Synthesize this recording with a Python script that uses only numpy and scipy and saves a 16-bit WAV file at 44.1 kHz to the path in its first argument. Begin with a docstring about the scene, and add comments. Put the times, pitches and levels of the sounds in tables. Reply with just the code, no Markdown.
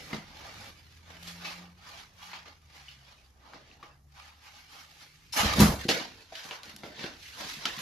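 """A hard-floored hall, close to the front door. First traffic drones faintly behind the door and a second hum
passes, while a padded envelope is worked through the metal letterbox: rustling strokes, snaps and knocks.
Then a cat leaps, drags the envelope out and lands with it; lastly it paws and bites it on the floor.
Rumble and rustle are filtered noise, engines are wavering sines, snaps are noise and a short ring,
thumps ring the modes of the boards, and the hall is a tail of sparse taps."""
import sys
import numpy as np
from scipy import signal
from scipy.fft import rfft, irfft, next_fast_len
from scipy.io import wavfile
from scipy.ndimage import uniform_filter1d

SR = 44100
rng = np.random.default_rng(int(sys.argv[2]) if len(sys.argv) > 2 else 0)


def wav_record(signal):
    """Record a signal, one row per channel, as 16-bit PCM in the file named by sys.argv[1]."""
    frames = np.transpose(np.atleast_2d(signal))
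    bounded = np.clip(frames, -1, 1)
    # unit amplitude maps onto the largest positive 16-bit level
    quanta = np.round(bounded * 32767).astype(np.int16)
    wavfile.write(sys.argv[1], SR, quanta)


N = 344421


def gain_of(db):
    """Turns dB into an amplitude factor."""
    return 10 ** (np.asarray(db) / 20)


def evened(x):
    """Scales each channel to an RMS of 1."""
    return x / np.sqrt(np.mean(x ** 2, axis=-1, keepdims=True) + 1e-20)


def read(points, hz):
    """Reads a curve over frequency, straight on a log axis between its points."""
    f, value = np.transpose(points)
    return np.interp(np.log(hz + 1), np.log(f + 1), value)


def follow(rows):
    """Every column of a timed table, sample by sample; the ends are held."""
    s, *columns = np.transpose(rows)
    return [np.interp(np.arange(N) / SR, s, c) for c in columns]


def colour(x, points):
    """Filters a sound by a spectrum in dB."""
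    size = next_fast_len(N)
    gain = gain_of(read(points, np.fft.rfftfreq(size, 1 / SR)))
    return irfft(rfft(x, size) * gain, size)[..., :N]


def add(mix, s, sound):
    """Lays a sound into the mix at s seconds, cut at the end."""
    part = mix[round(s * SR):][:len(sound)]
    part += sound[:len(part)]


# rumble of street and house: time_s, level_db
RUMBLE_LEVEL = [(0.0, -58), (1.5, -62), (2.1, -63), (2.9, -66), (3.8, -64), (5.0, -68.5), (5.4, -60),
                (6.15, -61), (6.4, -68), (6.7, -63.5), (7.81, -59)]
# relative spectrum of that rumble: freq_hz, density_db (per Hz)
RUMBLE_SPECTRUM = [(12, -54), (20, -21), (32, 6), (50, -5.5), (65, 3.5), (102, -1.5), (151, -6),
                   (182, -10.5), (500, -22), (650, -76), (1100, -120)]


def background():
    """Low rumble of street and house: coloured stereo noise that swells and sinks."""
    level = gain_of(follow(RUMBLE_LEVEL)[0])
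    noise = rng.standard_normal((2, N))
    return level * evened(colour(noise, RUMBLE_SPECTRUM))


# an engine outside the door: time_s, firing_hz, level_db, octave_level_db
ENGINE_OUTSIDE = [(0.0, 75, -69, -58.5), (0.3, 77.9, -73, -66), (0.75, 81.5, -65, -74),
                  (0.95, 80.8, -61, -80), (1.1, 83, -55, -67), (1.28, 86, -61, -51), (1.45, 87, -66.5, -53),
                  (1.52, 87.5, -70, -61), (1.6, 88, -65, -50.5), (1.72, 88.6, -67, -58.5),
                  (1.84, 89.5, -65.5, -72), (2.15, 91.05, -74, -73.5), (2.3, 89, -73, -63.5),
                  (2.6, 79, -64.5, -76), (2.95, 66.5, -64, -64), (3.3, 64.5, -65, -78.5),
                  (3.75, 68.5, -70, -70), (3.92, 69.4, -66, -67.5), (4.15, 72.2, -57.5, -64.5),
                  (4.3, 74.7, -65, -82), (4.72, 75.8, -68, -74), (5.3, 77.8, -78, -68)]
# a second, passing hum: time_s, pitch_hz, level_db
PASSING_HUM = [(0.3, 105.5, -71), (0.6, 106.3, -58.5), (0.85, 98, -75)]


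def drone(rows):
    """Slightly unsteady harmonics that fade over 0.11 s beyond the first and last row of their table."""
    hz, *levels = follow(rows)
    waver = evened(uniform_filter1d(rng.standard_normal(N), size=2000))
    t = np.arange(N) / SR
    inside = np.minimum(rows[-1][0] - t, t - rows[0][0])
    fade = np.clip(inside / 0.11 + 1, 0, 1)
    turns = np.cumsum(hz * (1 + 0.0093 * waver)) / SR
    harmonics = sum(gain_of(db) * np.sin(2 * np.pi * k * turns) for k, db in enumerate(levels, 1))
    return np.sqrt(2) * fade * harmonics  # levels are RMS


# how long the hall rings: freq_hz, t60_s
HALL_DECAY = [(100, 0.28), (400, 0.37), (1500, 0.49), (4000, 0.14), (9000, 0.32)]


def hall(x):
    """Two unrelated tails of sparse taps, one for mid and one for side; each pitch dies at its own rate."""
    taps = np.zeros((2, SR // 2))
    at = np.arange(100, SR // 2 - 20, 20) + rng.integers(0, 20, (2, (SR // 2 - 101) // 20))
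    np.put_along_axis(taps, at, rng.choice([-1., 1.], at.shape), 1)
    hz, t, z = signal.stft(taps, SR, nperseg=512)
    decay = gain_of(-60 * t / read(HALL_DECAY, hz)[:, None])
    tail = signal.istft(z * decay, SR, nperseg=512)[1]
    tail = tail / np.linalg.norm(tail[0])
    return signal.fftconvolve(x[None], tail, axes=1)[:, :N]


# door and floor boards: mode_hz, level_db (before the blow favours some modes), t60_s (times ring_factor)
BOARD_MODES = [(70.6, -10, 0.17), (91, -2.5, 0.09), (155.7, -1.5, 0.2), (207.5, 6.5, 0.099),
               (273.4, -0.5, 0.11), (337, -6.5, 0.4), (473, -4, 0.24), (610, -42, 0.326), (766, 3, 0.33)]
# paws, body and parcel striking door and floor:
# start_s, peak_db, blow_hz (pitch best driven), ring_factor (on the t60 of the boards)
BLOWS = [(.131, -29.5, 141, 0.4), (.168, -36, 171, 0.86), (3.544, -48, 412, 0.44), (3.831, -49, 375, 0.37),
         (5.396, -33, 78, 0.65), (5.432, -24, 202, 0.81), (5.454, -19, 73, 0.32), (5.501, -30, 70.4, 0.82),
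         (5.54, -29, 65, 1.1), (5.584, -16, 130, 0.65), (5.6, -7.5, 207, 0.62), (5.612, -14.5, 70, 1.05),
         (5.619, -10.5, 203, 0.61), (5.643, -17, 146, 0.99), (5.691, -14, 100, 0.29),
         (5.736, -28.5, 65, 0.32), (5.78, -36, 60, 1.2), (5.853, -23.5, 280, 0.29), (5.888, -19, 400, 0.15),
         (6.32, -45, 510, 0.41), (6.444, -50, 550, 0.13), (6.51, -41.5, 460, 0.43),
         (6.68, -46.5, 210, 0.46), (6.74, -48, 188, 0.72), (6.79, -50, 215, 0.94), (6.837, -36, 267, 0.27),
         (6.993, -43, 187, 0.62), (7.041, -30, 310, 0.31), (7.569, -44.5, 157, 0.55),
         (7.652, -39.5, 304, 1.1), (7.775, -40.5, 162, 0.55)]


def thumps():
    """Each blow rings the boards; its size and place favour the modes near one pitch."""
    t, out = np.arange(SR // 2) / SR, np.zeros(N)
    for s, peak_db, blow_hz, ring_factor in BLOWS:
        sound = 0
        for hz, level_db, t60 in BOARD_MODES:
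            driven_db = level_db - 14.5 * np.log2(hz / blow_hz) ** 2
            sound = sound + gain_of(driven_db - 60 * t / (t60 * ring_factor)) * np.sin(2 * np.pi * hz * t)
        sound *= 1 - np.exp(-t * blow_hz / 0.76)  # the push takes part of a cycle to build
        add(out, s, gain_of(peak_db) * sound / abs(sound).max())
    return out


# spectrum of the paper, for its snaps and its rustle: freq_hz, density_db (per Hz)
PAPER_SPECTRUM = [(150, -1.5), (250, -6.5), (394, -12.5), (841, -3), (1010, -2.5), (1260, -5.5), (1760, -2),
                  (4450, -2.5), (6450, -10.5), (8310, -21), (12200, -12.5), (13100, -24), (14000, -83)]
# snaps of the paper and knocks of the flap: start_s, level_db, pitch_hz, ring_share (0-1),
# decay_s (60 dB fall of the noise), hall_db (send to the hall, before a common cut)
SNAP_EVENTS = [(.13, -20.5, 2060, 0.78, 0.027, 2), (0.132, -24, 900, 0, 0.034, -2),
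               (1.27, -29, 3280, 0.22, 0.033, 14.5), (1.445, -32, 2580, 0.24, 0.11, 18.5),
               (2.332, -24.5, 900, 0.43, 0.031, 6.5), (2.883, -32, 2950, 1, 0.026, 6),
               (2.888, -33, 2960, 0.68, 0.045, -2), (3.476, -41, 890, 0.8, 0.015, -2),
               (3.533, -30.5, 772, 0.24, 0.042, 1), (3.714, -37, 2647, 0.88, 0.012, -8),
               (3.827, -29, 1163, 0.57, 0.062, -5), (5.323, -28.5, 5300, 0.31, 0.071, 22.5),
               (5.336, -26, 921, 0.56, 0.032, 11.5), (5.389, -17, 840, 0.77, .06, 5),
               (5.591, -13, 6200, 0.08, 0.035, 14), (5.602, -10, 8850, 0.08, 0.052, 9.5),
               (5.6, -13.5, 760, 0.23, 0.067, 5), (5.883, -15, 3900, 0, 0.17, -15),
               (5.889, -8.5, 2680, 0.45, 0.018, -20), (6.322, -30, 658, 0.68, 0.08, 0),
               (6.352, -26.5, 2980, 0.36, 0.088, 4), (6.441, -27, 4100, 0.24, .03, -3),
               (6.51, -18, 1340, 0.3, 0.013, 7.5), (6.633, -24.5, 5100, 0.13, 0.0084, 5),
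               (6.657, -29, 5000, 0.3, .005, -7), (6.763, -25.5, 7200, 0.04, 0.011, -11.5),
               (6.834, -22.5, 750, 0.44, 0.024, 6), (6.992, -23, 1920, 0.38, 0.016, 11.5),
               (7.039, -22.5, 1580, 0.1, 0.039, 4), (7.654, -9, 3130, 0.33, 0.028, 3),
               (7.655, -19.5, 1296, 0.6, 0.047, -4), (7.78, -24.5, 1880, 0.26, 0.071, 2)]


def snaps():
    """A crack of noise around one pitch plus a short ring there; near ones are dry, far ones fill the hall."""
    near, far, t = np.zeros(N), np.zeros(N), np.arange(SR // 8) / SR
    paper = colour(rng.standard_normal(N + SR)[:N], PAPER_SPECTRUM)
    for s, db, hz, ring_share, decay_s, hall_db in SNAP_EVENTS:
        edges = np.clip([hz / 1.12, hz * 2.26], 50, 15000)
        piece = np.resize(paper[round(s * SR):], len(t))
        noise = signal.lfilter(*signal.butter(1, edges, "band", fs=SR), piece)
        ring_share = np.clip(ring_share, 0, 1)
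        attack = 1 - np.exp(-t / (0.027 * decay_s))
        shape = gain_of(db - 60 * t / max(decay_s, .002)) * attack
        ring = np.sin(2 * np.pi * hz * t) * gain_of(-40 * t / decay_s)  # dies faster than the noise
        sound = shape * (ring_share * ring + (1 - ring_share) * 0.37 * evened(noise))
        add(near, s, sound)
        add(far, s, gain_of(hall_db) * sound)
    return near, far


def sticking(db, hold=0.019):
    """Paper sticks before it snaps: the rubbing cannot grow in the last moments (hold, in s)."""
    db = db.copy()
    for s, *_ in SNAP_EVENTS:
        before = slice(round((s - hold) * SR), round(s * SR))
        db[before] = np.minimum(db[before], db[before.start])
    return db


def lifted(peaks):
    """The paper's spectrum raised or lowered at the resonances of what it rubs on."""
    hz = np.geomspace(100, 15000, num=1500)
    lift = sum((gain_of(db) - 1) / (1 + (2 * (hz - f) / width) ** 2) for f, width, db in peaks)
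    return np.transpose([hz, read(PAPER_SPECTRUM, hz) + 20 * np.log10(np.maximum(1 + lift, .1))])


# strokes of the rubbing envelope: full_s (time of full level), held_s, rustle_db,
# swell_s (time to swell by 20 dB, at least 5 ms), then relative to rustle_db:
# drag_db (low drag), hollow_db (hollow of the bag), fizz_db
STROKE_EVENTS = [(0.02, 0.13, -52, 3, -4.5, -18, -10), (0.13, 0.0077, -45, 0.05, -0.5, -3.5, -23),
                 (0.4, 0.11, -52, 0.26, -6, -6, -15.5), (0.58, .1, -52, 0.15, -6.5, -9, -12),
                 (0.8, 0.19, -63.5, 3.2, -14, -18, -12.5), (1.11, 0.048, -56, 0.13, -3.5, -9.5, -16),
                 (1.27, 0.037, -49, 0.12, -12.5, -13, -7.5), (1.456, 0.059, -45, 0.1251, -9.5, -8.5, -13.5),
                 (1.6, .04, -58.5, 0.07, -1, -4.5, -15), (1.87, .14, -52.5, .11, -14.5, -7, -14),
                 (2.23, 0.061, -53, 0.12, -28, -4, -12), (2.335, 0.013, -47, 0.05, -16, -12, -21),
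                 (2.458, 0.022, -55.5, -0.26, -7.5, -6, -21), (2.75, .06, -57.5, .11, -14.5, -7.5, -13),
                 (2.885, 0.033, -56, 0.16, -27.5, -16.5, -16), (3.08, 0.045, -60.5, 0.2, -12.5, -10, -20),
                 (3.2, 0.063, -68.5, 1.8, -9, -8.5, -10), (3.47, 0.072, -62.5, 0.14, -0.5, 1, -18),
                 (3.544, 0.011, -55.5, -0.05, -1, -18, -37), (3.72, 0.012, -61.5, 0.35, -2.5, -17, -22),
                 (3.839, 0.0084, -58, 0.06, -4.5, 2, -20), (4.18, 0.11, -57.5, .08, -18, -4.5, -14.5),
                 (4.459, 0.028, -58, .12, -32, -4.5, -11.5), (4.56, .05, -58, 0.22, -20, -10, -13),
                 (4.73, 0.09, -54, 0.11, -17.5, -7, -11), (4.9, .04, -62, 0.1, -8, -21, -10),
                 (5.019, 0.01, -55, .12, -13, -13.5, -11), (5.15, 0.16, -65, 0.7, -27, -18, -9),
                 (5.373, 0.029, -29, 0.0247, -12, -5, -6.5), (5.45, 0.04, -31.5, 0.06, -9, -6.5, -25),
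                 (5.54, .04, -41.5, 0.0324, -3.5, -8, -12), (5.596, 0.035, -29.5, 0.05, 2, 1.5, -5),
                 (5.799, 0.035, -46, 0.02, -12, -21, -13), (5.89, 0.023, -28, -0.0242, -3.5, -16, -16.5),
                 (6.0, 0.0072, -41.5, 0.02, -7.5, -4.5, -36), (6.218, 0.0039, -57, 0.5, -8.5, -13, -13.5),
                 (6.35, 0.053, -45.5, 0.07, -23, -11.5, -17), (6.45, 0.015, -51, -0.03, -7, -5, -6.5),
                 (6.52, 0.013, -47, .1, -11, 0, -16), (6.631, 0.084, -52.5, 0, -11.5, -5.5, -14),
                 (6.75, 0.014, -56.5, -0.24, -8, -13, -7), (6.843, 0.03, -53, 0.06, 2, -6, -15),
                 (6.98, 0.04, -49, .12, -23, -13, -26), (7.044, 0.0046, -42, .12, -4, -7, -21),
                 (7.24, 0.23, -51.5, 0.17, -24, -18, -11), (7.4, 0.029, -42.5, 0.06, -8.5, -3, -14),
                 (7.499, 0.014, -42.5, .1, -30, -14, -10.5), (7.58, 0.032, -50, .1, -17, -19, -14),
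                 (7.657, 0.0038, -36, 0.05, -12.5, -5, -25), (7.74, 0.032, -47.5, 0.5, -25, -12, -12),
                 (7.79, .03, -43, -0.01, -13, -9, -7)]
# faint hiss between strokes: one level_db each for the drag, hollow, rustle and fizz bands
REST_LEVELS = [-81.5, -95.5, -89.5, -81]
FADE_DB_PER_S = 153.5  # every stroke dies away alike


def strokes():
    """Level in dB of the four bands: each stroke swells, holds and fades, and their powers add."""
    t = np.arange(0, N, 64) / SR
    power = gain_of(REST_LEVELS)[:, None] ** 2 + 0 * t
    for s, held, rustle_db, swell, drag_db, hollow_db, fizz_db in STROKE_EVENTS:
        swell_db = -20 * np.maximum(s - t, 0) / max(swell, .005)
        fade_db = -FADE_DB_PER_S * np.maximum(t - s - held, 0)
        band_db = np.array([[drag_db], [hollow_db], [0], [fizz_db]])
        power = power + gain_of(rustle_db + swell_db + fade_db + band_db) ** 2
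    return [np.interp(np.arange(N) / SR, t, 10 * np.log10(p)) for p in power]


# resonances of the metal flap: freq_hz, width_hz, lift_db
FLAP_MODES = [(824, 110, 5.5), (1210, 90, 8), (2280, 145, 4), (2870, 280, 2), (3960, 33, -12),
              (4650, 13, -1.5)]
# resonances of the floor under the envelope: freq_hz, width_hz, lift_db
FLOOR_MODES = [(303, 82, 3.5), (445, 15.5, 9.5), (640, 9.7, -2.5)]
FREE_S = 5.55  # the envelope has left the slot


def rustle(crackle_db=1.2, patchy_db=3.6):
    """Slips of paper as noise with unsteady loudness, their spectrum randomly uneven."""
    density = uniform_filter1d(rng.exponential(1, N) ** 3, size=300) - 6  # 6 is the mean
    slips = rng.standard_normal((2, N)) * gain_of(crackle_db * evened(density))
    in_slot = np.arange(N) < FREE_S * SR
    rubbed = colour(slips * in_slot, lifted(FLAP_MODES)) + colour(slips * ~in_slot, lifted(FLOOR_MODES))

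    # random patches of time and pitch are raised or lowered
    hz, t, z = signal.stft(rubbed, SR, nperseg=512, noverlap=384)
    patches = rng.standard_normal((len(t), len(hz))).T
    patches = uniform_filter1d(patches, size=14, axis=1)
    z = z * gain_of(patchy_db * patches / patches.std())

    # power shares of the drag, hollow, rustle and fizz bands; nothing rustles under the first edge
    under = [1 / (1 + (hz / edge_hz) ** 12) for edge_hz in (200, 600, 1400, 6500)]
    shares = np.diff([*under, 1 + 0 * hz], axis=0).clip(0)
    out = 0
    for share, db in zip(shares, strokes()):
        band = signal.istft(z * np.sqrt(share)[:, None], SR, nperseg=512, noverlap=384)[1][:, :N]
        out = out + evened(band) * gain_of(sticking(db))
    return out


# stereo width, a filter on the side signal: freq_hz, gain_db
SIDE_WIDTH = [(40, -16), (130, -10), (250, -9), (500, -7.5), (1100, -1), (2300, -2), (4200, -3), (7600, -1),
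              (12000, -1.5)]
LEAN_DB = -1.5  # the envelope is heard a little to the right; set before the width filter


def scene():
    """Mixes the close sounds, the hall behind them and the street as mid and side, then left and right."""
    near, far = snaps()
    blows, paper = thumps(), rustle()
    wide = paper + background()
    wide = wide + hall(gain_of(-8.5) * far)
    mid, side = wide + gain_of([[-10], [-20]]) * hall(blows)
    lean = np.tanh(LEAN_DB * np.log(10) / 20)
    side = colour(side + 0.13 * near + lean * paper[0], SIDE_WIDTH)
    mid = mid + near + blows + drone(ENGINE_OUTSIDE) + drone(PASSING_HUM)
    return np.array([mid + side, mid - side])


EDGE_HZ = 13500  # upper band limit


def record(dry):
    """The microphone drops the deepest bass under 42 Hz; then the band limit cuts the top."""
    dry = signal.lfilter(*signal.butter(2, 42, "high", fs=SR), dry)
    low_pass = signal.firwin(511, EDGE_HZ, window=("kaiser", 9), fs=SR)
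    return signal.oaconvolve(dry, low_pass[None], "same")


dry = scene()
out = record(dry)
wav_record(out)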